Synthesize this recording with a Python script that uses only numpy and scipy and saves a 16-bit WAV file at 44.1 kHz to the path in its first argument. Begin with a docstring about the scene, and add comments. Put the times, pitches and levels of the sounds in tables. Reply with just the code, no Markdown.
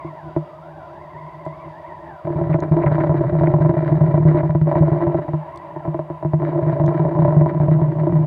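"""Irregular blows ring a camera's sealed housing, towed under water behind a motor boat, as a rough drone.
Small blows chatter in spells with one long pause; single hard blows excite its modes as impulses.
Bubbles gush past as clouds of rising pings. Engine and flow keep the housing humming, as filtered noise.
A thin wavering whine, likely a taut line, sings twice as gliding sines; a few faint ticks ring nearby."""
import sys
import numpy as np
from scipy import signal
from scipy.fft import rfft, irfft, next_fast_len
from scipy.io import wavfile
from scipy.ndimage import uniform_filter1d, minimum_filter1d, map_coordinates

SR = 44100
rng = np.random.default_rng(int(sys.argv[2]) if len(sys.argv) > 2 else 0)


def persist_wave(psi):
    """Save psi, clipped to +-1, as 16-bit WAV."""
    counts = np.round(np.clip(psi, -1, 1) * 32767).astype(np.int16)
    wavfile.write(sys.argv[1], SR, np.atleast_2d(counts).T)


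N = 364521


def amp(db):
    """Level to amplitude: 20 dB is a factor of ten."""
    return 10 ** (np.asarray(db) / 20)


def unit(x):
    """Normalization by power: scale to rms 1."""
    return x / np.sqrt(np.mean(x ** 2) + 1e-20)


def along(points, hz):
    """Interpolation of (Hz, value) points on a logarithmic frequency axis."""
    f, v = np.transpose(points)
    return np.interp(np.log(hz + 1), np.log(f), v)


def curves(rows):
    """Linear interpolation in time: one value per sample for each column after the first."""
    s, *cols = np.transpose(rows)
    return [np.interp(np.arange(N) / SR, s, c) for c in cols]


def wobble(rate):
    """Slow random modulation: a smooth curve through rate normal random knots a second."""
    knots = rng.standard_normal(int(N * rate / SR) + 4)
    return map_coordinates(knots, [np.arange(N) * rate / SR])


def filtered(x, gain):
    """Linear filtering: multiply the spectrum by a gain that depends on frequency."""
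    m = next_fast_len(N + SR // 2)
    return irfft(rfft(x, m) * gain(np.fft.rfftfreq(m, 1 / SR)), m)[:N]


def above(hz, edge_hz, order=8):
    """High-pass gain with a soft edge, where it is one half."""
    r = (hz / edge_hz) ** order
    return r / (1 + r)


def ring(gain, size=16384):
    """Minimum-phase response: fold the cepstrum of a gain curve into a causal impulse response, peak 1."""
    cepstrum = irfft(np.log(np.maximum(gain(np.fft.rfftfreq(size, 1 / SR)), 1e-5)))
    cepstrum[1:size // 2] *= 2
    cepstrum[size // 2 + 1:] = 0
    h = irfft(np.exp(rfft(cepstrum)))
    return h / np.abs(h).max()


def patter(rate, spread_db):
    """Random impulses at a mean rate per second, of either sign and widely different sizes."""
    when, size = rng.random(N), rng.standard_normal(N)
    sizes = amp(spread_db * np.clip(size, -2, 2))
    return (when < rate / SR) * rng.choice([-1, 1], N) * sizes


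def evened(x, seconds):
    """Division by the running rms: slow chance swells go, fast ones stay."""
    power = np.abs(uniform_filter1d(x ** 2, int(seconds * SR) + 1))
    return x / np.sqrt(power + 1e-3 * np.mean(x ** 2))


# Modes of the housing. Each row: centre in Hz, width in Hz, height in dB (negative for a hollow).
HOUSING_MODES = [(83.4, 5.5, 5), (154.17, 5.7, 30.5), (218, 37, -9), (338.1, 22, 20.5), (532.2, 34, -17),
                 (576.7, 26.6, 18), (642, 52.5, 17), (986.6, 60, 7), (1333, 23, 8), (1960, 37, 7),
                 (2340, 37, 9.5), (2438, 250, -13.5), (3865, 91, 12.5), (4620, 300, 8.5)]


def housing(hz, drive):
    """Modal resonance: the driving spectrum is raised at each mode and lowered at each hollow."""
    modes_db = 0
    for centre, width, db in HOUSING_MODES:
        bell = 1 + (amp(abs(db)) ** 2 - 1) / (1 + (2 * (hz - centre) / width) ** 2)
        modes_db = modes_db + np.sign(db) * 10 * np.log10(bell)
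    return amp(along(drive, hz) + modes_db)


# Spectrum of the flow that drives the housing. Each row: frequency in Hz, relative level in dB.
FLOW_SPECTRUM = [(25, -25), (70, -4), (130, -12.5), (300, -14), (700, -9.5), (1000, 0.5), (1250, -16),
                 (1800, -15), (2600, -15), (4000, -45), (5500, -50), (9000, -61.5)]
# Spectrum of the steady hiss. Each row: frequency in Hz, relative level in dB.
HISS_SPECTRUM = [(2500, -30.5), (3250, 1.5), (3750, 0), (4150, -11), (4650, 0), (5200, -8.5), (7800, -11.5),
                 (15500, -16.5)]
# Lower part of the hiss. Each row: time in seconds, relative level in dB.
LOW_HISS_LEVEL = [(2, 4), (2.8, -4)]
# The hum before its random swells. Each row: time in seconds, level in dB.
HUM_LEVEL = [(0, -37), (.8, -39.5), (2.1, -37.5), (2.6, -41), (4.8, -41), (5.5, -35.5), (6.3, -38.5)]


def hum():
    """Forced vibration: engine and flow noise excites the modes; the bass swells more than the wash above."""
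    body = unit(filtered(rng.standard_normal(N), lambda hz: housing(hz, FLOW_SPECTRUM)))
    bass = filtered(body, lambda hz: 1 - above(hz, 460))
    swelling = bass * amp(2.4 * wobble(19)) + (body - bass) * amp(wobble(18))
    hiss = unit(filtered(rng.standard_normal(N), lambda hz: amp(along(HISS_SPECTRUM, hz))))
    top = filtered(hiss, lambda hz: above(hz, 5500))
    hiss = top + (hiss - top) * amp(curves(LOW_HISS_LEVEL)[0] + wobble(22))
    return amp(curves(HUM_LEVEL)[0]) * swelling + amp(-72.5) * hiss


# Sharp little ticks. Each row: time in seconds, level in dB before colouring, ring in Hz.
TICKS_HEARD = [(1.454, -52, 7570), (2.604, -42.5, 6600), (5.56, -44, 9500), (5.575, -43, 8100),
               (6.863, -44.5, 6350)]


def ticks():
    """Impact and damped oscillation: specks strike the housing, each a short noise crack with one high ring."""
    out, t = np.zeros(N), np.arange(SR // 20) / SR
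    for s, db, hz in TICKS_HEARD:
        crack = .4 * amp(-60 * t / .007) * rng.standard_normal(len(t))
        ping = 0.52 * amp(-60 * t / 0.0073) * np.sin(2 * np.pi * hz * t)
        out[int(s * SR):][:len(t)] += amp(db) * (crack + ping)
    colour = [(1500, -31.5), (3600, 20.0), (8000, 2.0), (15000, -13.5)]  # Hz, dB
    return filtered(out, lambda hz: amp(along(colour, hz)))


# Two glides of the whine, one list each. Each row: time in seconds, pitch in Hz before sway and jitter.
LINE_GLIDES = [
    [(0, 1077), (.12, 1006), (.2, 890), (.25, 735), (.36, 720), (.42, 630), (.6, 601), (.72, 827),
     (.89, 652), (1.02, 997), (1.48, 1003), (1.61, 1141), (1.75, 886), (1.88, 993), (2.0, 895), (2.06, 950),
     (2.22, 604)],
    [(5.47, 861), (5.53, 1051), (5.66, 974.4), (5.7, 873), (5.735, 980), (5.8, 859), (5.84, 672),
     (5.94, 560), (6.1, 590)],
]
# Colour of the whine. Each row: frequency in Hz, gain in dB.
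WHINE_COLOUR = [(600, -4.5), (990, 1.5), (1150, -1), (1970, -1), (2400, -5)]
# one value per glide: level before colouring, and the octave relative to the tone
LINE_DB, OCTAVE_DB = [-44.5, -42], [-8.5, -14]
SING_FADE_S = .08  # fade in before and out after each glide
SWAY, SWAY_HZ, JITTER = .038, 13, .009  # shares of the pitch in the first strand; the second has double


def flutter():
    """Random amplitude modulation, slow and fast at once."""
    return amp(3.5 * wobble(35)) * (1 + .45 * wobble(260))


def line():
    """Vortex shedding: eddies sing a tone and its octave, in two strands, one rougher, that sway apart."""
    out, t = np.zeros(N), np.arange(N) / SR
    for glide, db, octave_db in zip(LINE_GLIDES, LINE_DB, OCTAVE_DB):
        inside = np.minimum(t - glide[0][0], glide[-1][0] - t)
        singing = np.clip(1 + inside / SING_FADE_S, 0, 1)
        for strand in (1, 2):
            sway = strand * SWAY * np.sin(2 * np.pi * SWAY_HZ * t + strand * wobble(6))
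            pitch = curves(glide)[0] * (1 + sway + strand * JITTER * wobble(400))
            phase = 2 * np.pi * np.cumsum(pitch) / SR
            tone = np.sin(phase) + amp(octave_db) * np.sin(2 * phase)
            out += amp(db) / np.sqrt(strand) * singing * flutter() * tone
    return filtered(out, lambda hz: amp(along(WHINE_COLOUR, hz)))


# Gushes of bubbles. Each row: start in seconds, length in seconds, rms level in dB over that length.
BUBBLE_GUSHES = [(2.526, 0.023, -38.5), (2.819, 0.02, -38.5), (2.861, .025, -32.5), (2.998, 0.027, -36.5),
                 (3.46, .02, -35), (4.375, .04, -40), (4.749, 0.021, -42)]
BUBBLE_LOW_HZ, BUBBLE_HIGH_HZ, BUBBLE_T60_S = 1230, 2196, 0.01
BUBBLE_RISE_PER_S = 8.4  # growth of the pitch, as a share of its start


def gushes(count=16):
    """Bubble resonance: each gush is a cloud of tiny bubbles, each a short damped ping of rising pitch."""
    out, t = np.zeros(N), np.arange(SR // 50) / SR
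    for s, length, db in BUBBLE_GUSHES:
        cloud = np.zeros(N)
        for when, size in rng.random((count, 2)):
            hz = BUBBLE_LOW_HZ + size * (BUBBLE_HIGH_HZ - BUBBLE_LOW_HZ)
            tone = np.sin(2 * np.pi * hz * t * (1 + BUBBLE_RISE_PER_S * t / 2))
            ping = tone * amp(-60 * t / BUBBLE_T60_S) * (1 - np.exp(-t * hz))
            cloud[int((s + when * length) * SR):][:len(t)] += ping
        out += amp(db) * cloud / np.sqrt(np.sum(cloud ** 2) / (length * SR))
    return out


# Spells of shaking. Each row: start, full height and end of the hold in seconds,
# then the relative levels of heave, rattle and crackle in dB.
SHAKING_SPELLS = [(2.247, 2.5, 2.65, -22, -25.5, -44.5), (2.713, 2.8, 4.42, -19, -23, -42.5),
                  (4.655, 4.7, 5.137, -24, -22, -43.5), (6.389, 6.597, 7.404, -22.5, -23, -45.5),
                  (7.472, 7.5, 8.47, -18.5, -28, -50.5)]
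ONSET_S, BUILD_DB_PER_S, RELEASE_DB_PER_S = 0.0067, 10, 99  # the shape of every spell


def spells():
    """Envelope of heave, rattle and crackle: abrupt onset, build to full height, hold and decay."""
    t, gains = np.arange(N) / SR, 0
    for start, height, end, *levels_db in SHAKING_SPELLS:
        early, over = np.maximum([height - t, t - end], 0)
        onset = np.clip((t - start) / ONSET_S, 0, 1)
        shape = onset * amp(-BUILD_DB_PER_S * early - RELEASE_DB_PER_S * over)
        gains = gains + np.outer(amp(levels_db), shape)
    return gains


HUSH_DB, HUSH_S = 9, .011  # the small blows ease off before a hard one
BEATS_PER_S, BEAT_FALL_DB = 31, 5  # approximate rate of the chatter, and the fall within each beat


def bunching():
    """Rhythmic modulation: each uneven beat is one sharp blow and a fading patter, hushed before a hard blow."""
    t, times = np.arange(N) / SR, np.array([row[0] for row in HARD_BLOWS])
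    marks = np.append(times, N / SR)
    # a whole number of beats fits between two hard blows
    beats_between = np.maximum(1, np.round(np.diff(marks, prepend=0) * BEATS_PER_S))
    beat = np.interp(t, marks, np.cumsum(beats_between))
    beat = beat + np.sin(np.pi * beat / 2) ** 2 * 0.3 * wobble(23)
    until_next = marks[np.searchsorted(marks, t)] - t
    hush = amp(-HUSH_DB * np.exp(-until_next / HUSH_S))
    new_beat = np.diff(np.floor(beat), append=0) > 0
    leading = new_beat * (until_next > HUSH_S) * amp(2 * rng.standard_normal(N))
    running = uniform_filter1d(hush * amp(-BEAT_FALL_DB * (beat % 1)), size=64)
    return unit(leading), unit(running)


# The strongest blows. Each row: time in seconds, then rap, knock and thump in dB before the trims below.
HARD_BLOWS = [(0.046, -38, -25, -29), (0.363, -12.5, -12, -18.5), (1.463, -16, -24.5, -29),
              (2.271, -15.5, -31, -25), (2.356, -26, -41.5, -14.5), (2.412, -17.5, -22, -15.5),
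              (2.493, -23, -19, -13.5), (2.543, -11.5, -12, -15), (2.623, -13.5, -19.5, -24),
              (2.712, -34, -20.5, -9.5), (2.764, -25.5, -13, -24), (2.836, -11, -29.5, -26),
              (2.864, -13, -28, -17), (2.981, -11.5, -20.5, -16), (3.036, -9.5, -20, -19),
              (3.094, -12, -17.5, -15), (3.142, -14, -13, -25), (3.207, -17.5, -12.5, -18.5),
              (3.323, -33, -23, -10), (3.41, -11.5, -26, -9.5), (3.434, -9, -28, -20.5),
              (3.473, -15.5, -13, -21), (3.538, -8, -15, -10), (3.603, -19.5, -19, -12),
              (3.648, -11.5, -20.5, -15), (3.692, -14, -12.5, -12), (3.768, -14.5, -17.5, -21),
              (3.915, -20, -26, -14), (4.009, -13.5, -21, -9), (4.141, -13.5, -12.5, -11),
              (4.201, -30, -21.5, -15.5), (4.251, -20.5, -15, -5), (4.345, -15, -12, -19),
              (4.431, -18, -27, -14), (4.494, -16.5, -29, -11.5), (4.549, -14, -15, -9.5),
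              (4.613, -21.5, -23.5, -9.5), (4.671, -15, -14, -32), (4.714, -8.5, -21, -37),
              (4.755, -7, -23, -12.5), (4.806, -27, -16, -5.5), (4.916, -20, -35, -11),
              (5.068, -13.5, -15.5, -11.5), (5.144, -12.5, -24.5, -17), (5.186, -16, -18, -18),
              (5.281, -18, -28.5, -23), (5.334, -14, -21, -15.5), (5.762, -19, -24, -29.5),
              (5.852, -16.5, -27, -27), (5.876, -18.5, -23, -17), (5.944, -14, -19, -22.5),
              (5.991, -13.5, -19, -25), (6.1, -18, -22, -25.5), (6.226, -16.5, -25.5, -28.5),
              (6.248, -15, -18, -14), (6.334, -11.5, -17, -10), (6.42, -13, -23.5, -29),
              (6.625, -17.5, -23, -13), (6.664, -16.5, -25, -13.5), (6.728, -15, -29.5, -29),
              (6.798, -10.5, -19, -10.5), (6.838, -14.5, -22, -12.5), (6.879, -14.5, -20, -9),
              (6.994, -14.5, -19.5, -13.5), (7.05, -13, -19, -14.5), (7.08, -19.5, -18.5, -19),
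              (7.151, -13, -23, -17), (7.189, -12, -17, -12), (7.22, -11.5, -17.5, -10),
              (7.249, -9.5, -14.5, -12), (7.278, -14.5, -21, -8.5), (7.324, -11, -23.5, -16.5),
              (7.364, -21, -21, -5.5), (7.411, -10.5, -17, -9.5), (7.46, -10, -15.5, -17.5),
              (7.6, -12.5, -24.5, -11), (7.633, -16.5, -17, -19.5), (7.682, -17, -23, -9),
              (7.714, -17, -17, -11.5), (7.815, -13.5, -18, -9), (7.986, -16.5, -25, -18),
              (8.068, -16.5, -14, -31), (8.123, -17, -17, -13), (8.155, -16, -28, -24)]
RAP_DB, KNOCK_DB, THUMP_DB = -3, 1, 3.5  # trims: how strongly the blows excite each part of the housing


def hard_blows():
    """Impulsive excitation: each blow strikes walls, shell and whole body, and the walls twice."""
    raps, knocks, thumps = np.zeros((3, N))
    bounces = rng.uniform(0.004, 0.011, len(HARD_BLOWS))  # seconds
    for (s, rap_db, knock_db, thump_db), bounce in zip(HARD_BLOWS, bounces):
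        raps[int(s * SR)] += amp(rap_db + RAP_DB)
        raps[int((s + bounce) * SR)] += amp(rap_db + RAP_DB - 4)  # a weaker second contact
        knocks[int(s * SR)] = amp(knock_db + KNOCK_DB)
        thumps[int(s * SR)] = amp(thump_db + THUMP_DB)
    return raps, knocks, thumps


# Spectrum of a blow on the housing. Each row: frequency in Hz, relative level in dB.
BLOW_SPECTRUM = [(25, -14.5), (50, -10.5), (130, 2), (300, -3.5), (700, -11.5), (1000, -5.5), (1250, -20.5),
                 (1800, -17), (2600, -42.5), (4000, -62.5)]
# Spectrum of a dry crack. Each row: frequency in Hz, relative level in dB.
CRACK_SPECTRUM = [(700, -22), (1150, -3.5), (1750, 0.5), (2400, -4.5), (2600, -13), (3300, -25),
                  (4000, -33.5), (9000, -58)]
# Sharp snaps, likely bubbles collapsing on the housing. Each row: time in seconds, peak in dB.
SINGLE_SNAPS = [(2.769, -25), (2.955, -24), (3.398, -26.5), (3.848, -27), (3.879, -22), (4.507, -25.5),
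                (4.615, -28), (5.039, -28), (6.451, -25), (6.482, -31), (6.879, -29.5), (7.713, -30)]
# Deep bass of the shaking. Each row: time in seconds, gain in dB.
DEEP_LEVEL = [(5, -1), (6.6, -5.5)]
SURGE_DB, SURGES_PER_S = 1.3, 14  # chance swells of the heave
CRACK_DB, RUMBLE_DB = -16.5, -14.5  # a hard blow's crack over its rap, and its rumble over its thump
THUMP_DAMP_DB_PER_S = 60  # a hard thump dies faster than the soft heave
BEAT_DB, FIZZ_DB = -7.5, 0  # gains of the leading blows in the patter and of the fizz in the crackle
FLURRY_DB, FLURRY_S = -19, .012  # small blows around each hard one: gain on its rap, and fade time


def mode(low_hz, high_hz):
    """Band-limited modal response: the housing's ring between two soft edges."""
    return ring(lambda hz: housing(hz, BLOW_SPECTRUM) * above(hz, low_hz) * (1 - above(hz, high_hz)))


def sound(pushes, response):
    """Convolution: every push rings out with the impulse response."""
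    return signal.fftconvolve(pushes, response)[:N]


def shaking():
    """Superposed impulse responses: small and hard blows ring as low thump, hollow knock, rap and dry crack."""
    heave = ring(lambda hz: housing(hz, BLOW_SPECTRUM) * (1 - above(hz, 211.5)))
    damping = amp(-THUMP_DAMP_DB_PER_S * np.arange(len(heave)) / SR)
    thump = heave * damping + amp(RUMBLE_DB) * mode(27, 110)
    shell, walls, both = mode(252, 480), mode(514, 1400), mode(254.0, 1250)
    crack = ring(lambda hz: housing(hz, CRACK_SPECTRUM))
    heaving, rattling, crackling = spells()
    leading, running = bunching()

    small = evened(patter(rate=520, spread_db=5.5), 0.04)
    heaved = sound(small + 0.62 * rng.standard_normal(N), heave)
    low = running * heaving * evened(heaved, 0.074)
    low = low * amp(SURGE_DB * wobble(SURGES_PER_S))
    low = filtered(low, lambda hz: 1 - above(hz, 220))  # the whole housing is too heavy to move fast

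    pushes = unit(running * unit(small * amp(2.2 * wobble(60))) + amp(BEAT_DB) * leading)
    fizz = amp(FIZZ_DB) * running * rng.standard_normal(N)
    cracks = crackling * unit((pushes + fizz) * amp(4.4 * wobble(50))) / np.linalg.norm(crack)
    for s, db in SINGLE_SNAPS:
        cracks[int(s * SR)] += amp(db)

    raps, knocks, thumps = hard_blows()
    hard = sound(raps, walls) + sound(knocks, shell) + sound(thumps, thump)
    offset = np.arange(-SR // 20, SR // 20) / SR
    around = signal.fftconvolve(raps, np.exp(-np.abs(offset) / FLURRY_S), "same")
    flurry = amp(FLURRY_DB) * around * unit(small)
    rattle = sound(rattling * pushes + flurry, both) / np.linalg.norm(both)

    body = low + rattle + hard
    deep = filtered(body, lambda hz: 1 - above(hz, 115))
    body = body + (amp(curves(DEEP_LEVEL)[0]) - 1) * deep
    return body + sound(cracks + amp(CRACK_DB) * raps, crack)


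def scene():
    """Linear superposition: all sources add at one microphone in the housing."""
    return (hum() + ticks() + line() + gushes() + shaking())[None]


TOP_HZ = 15760  # nothing is kept from here up


def record(dry):
    """Peak limiting and band limiting: the camera holds down the highest peaks and keeps little deep rumble."""
    x = filtered(dry[0], lambda hz: above(hz, 20, order=4))
    needed = np.minimum(1, .75 / (np.abs(x) + 1e-9))
    gain = uniform_filter1d(minimum_filter1d(needed, size=601), size=601)
    return filtered(x * gain, lambda hz: hz < TOP_HZ)[None]


dry = scene()
out = record(dry)
persist_wave(out)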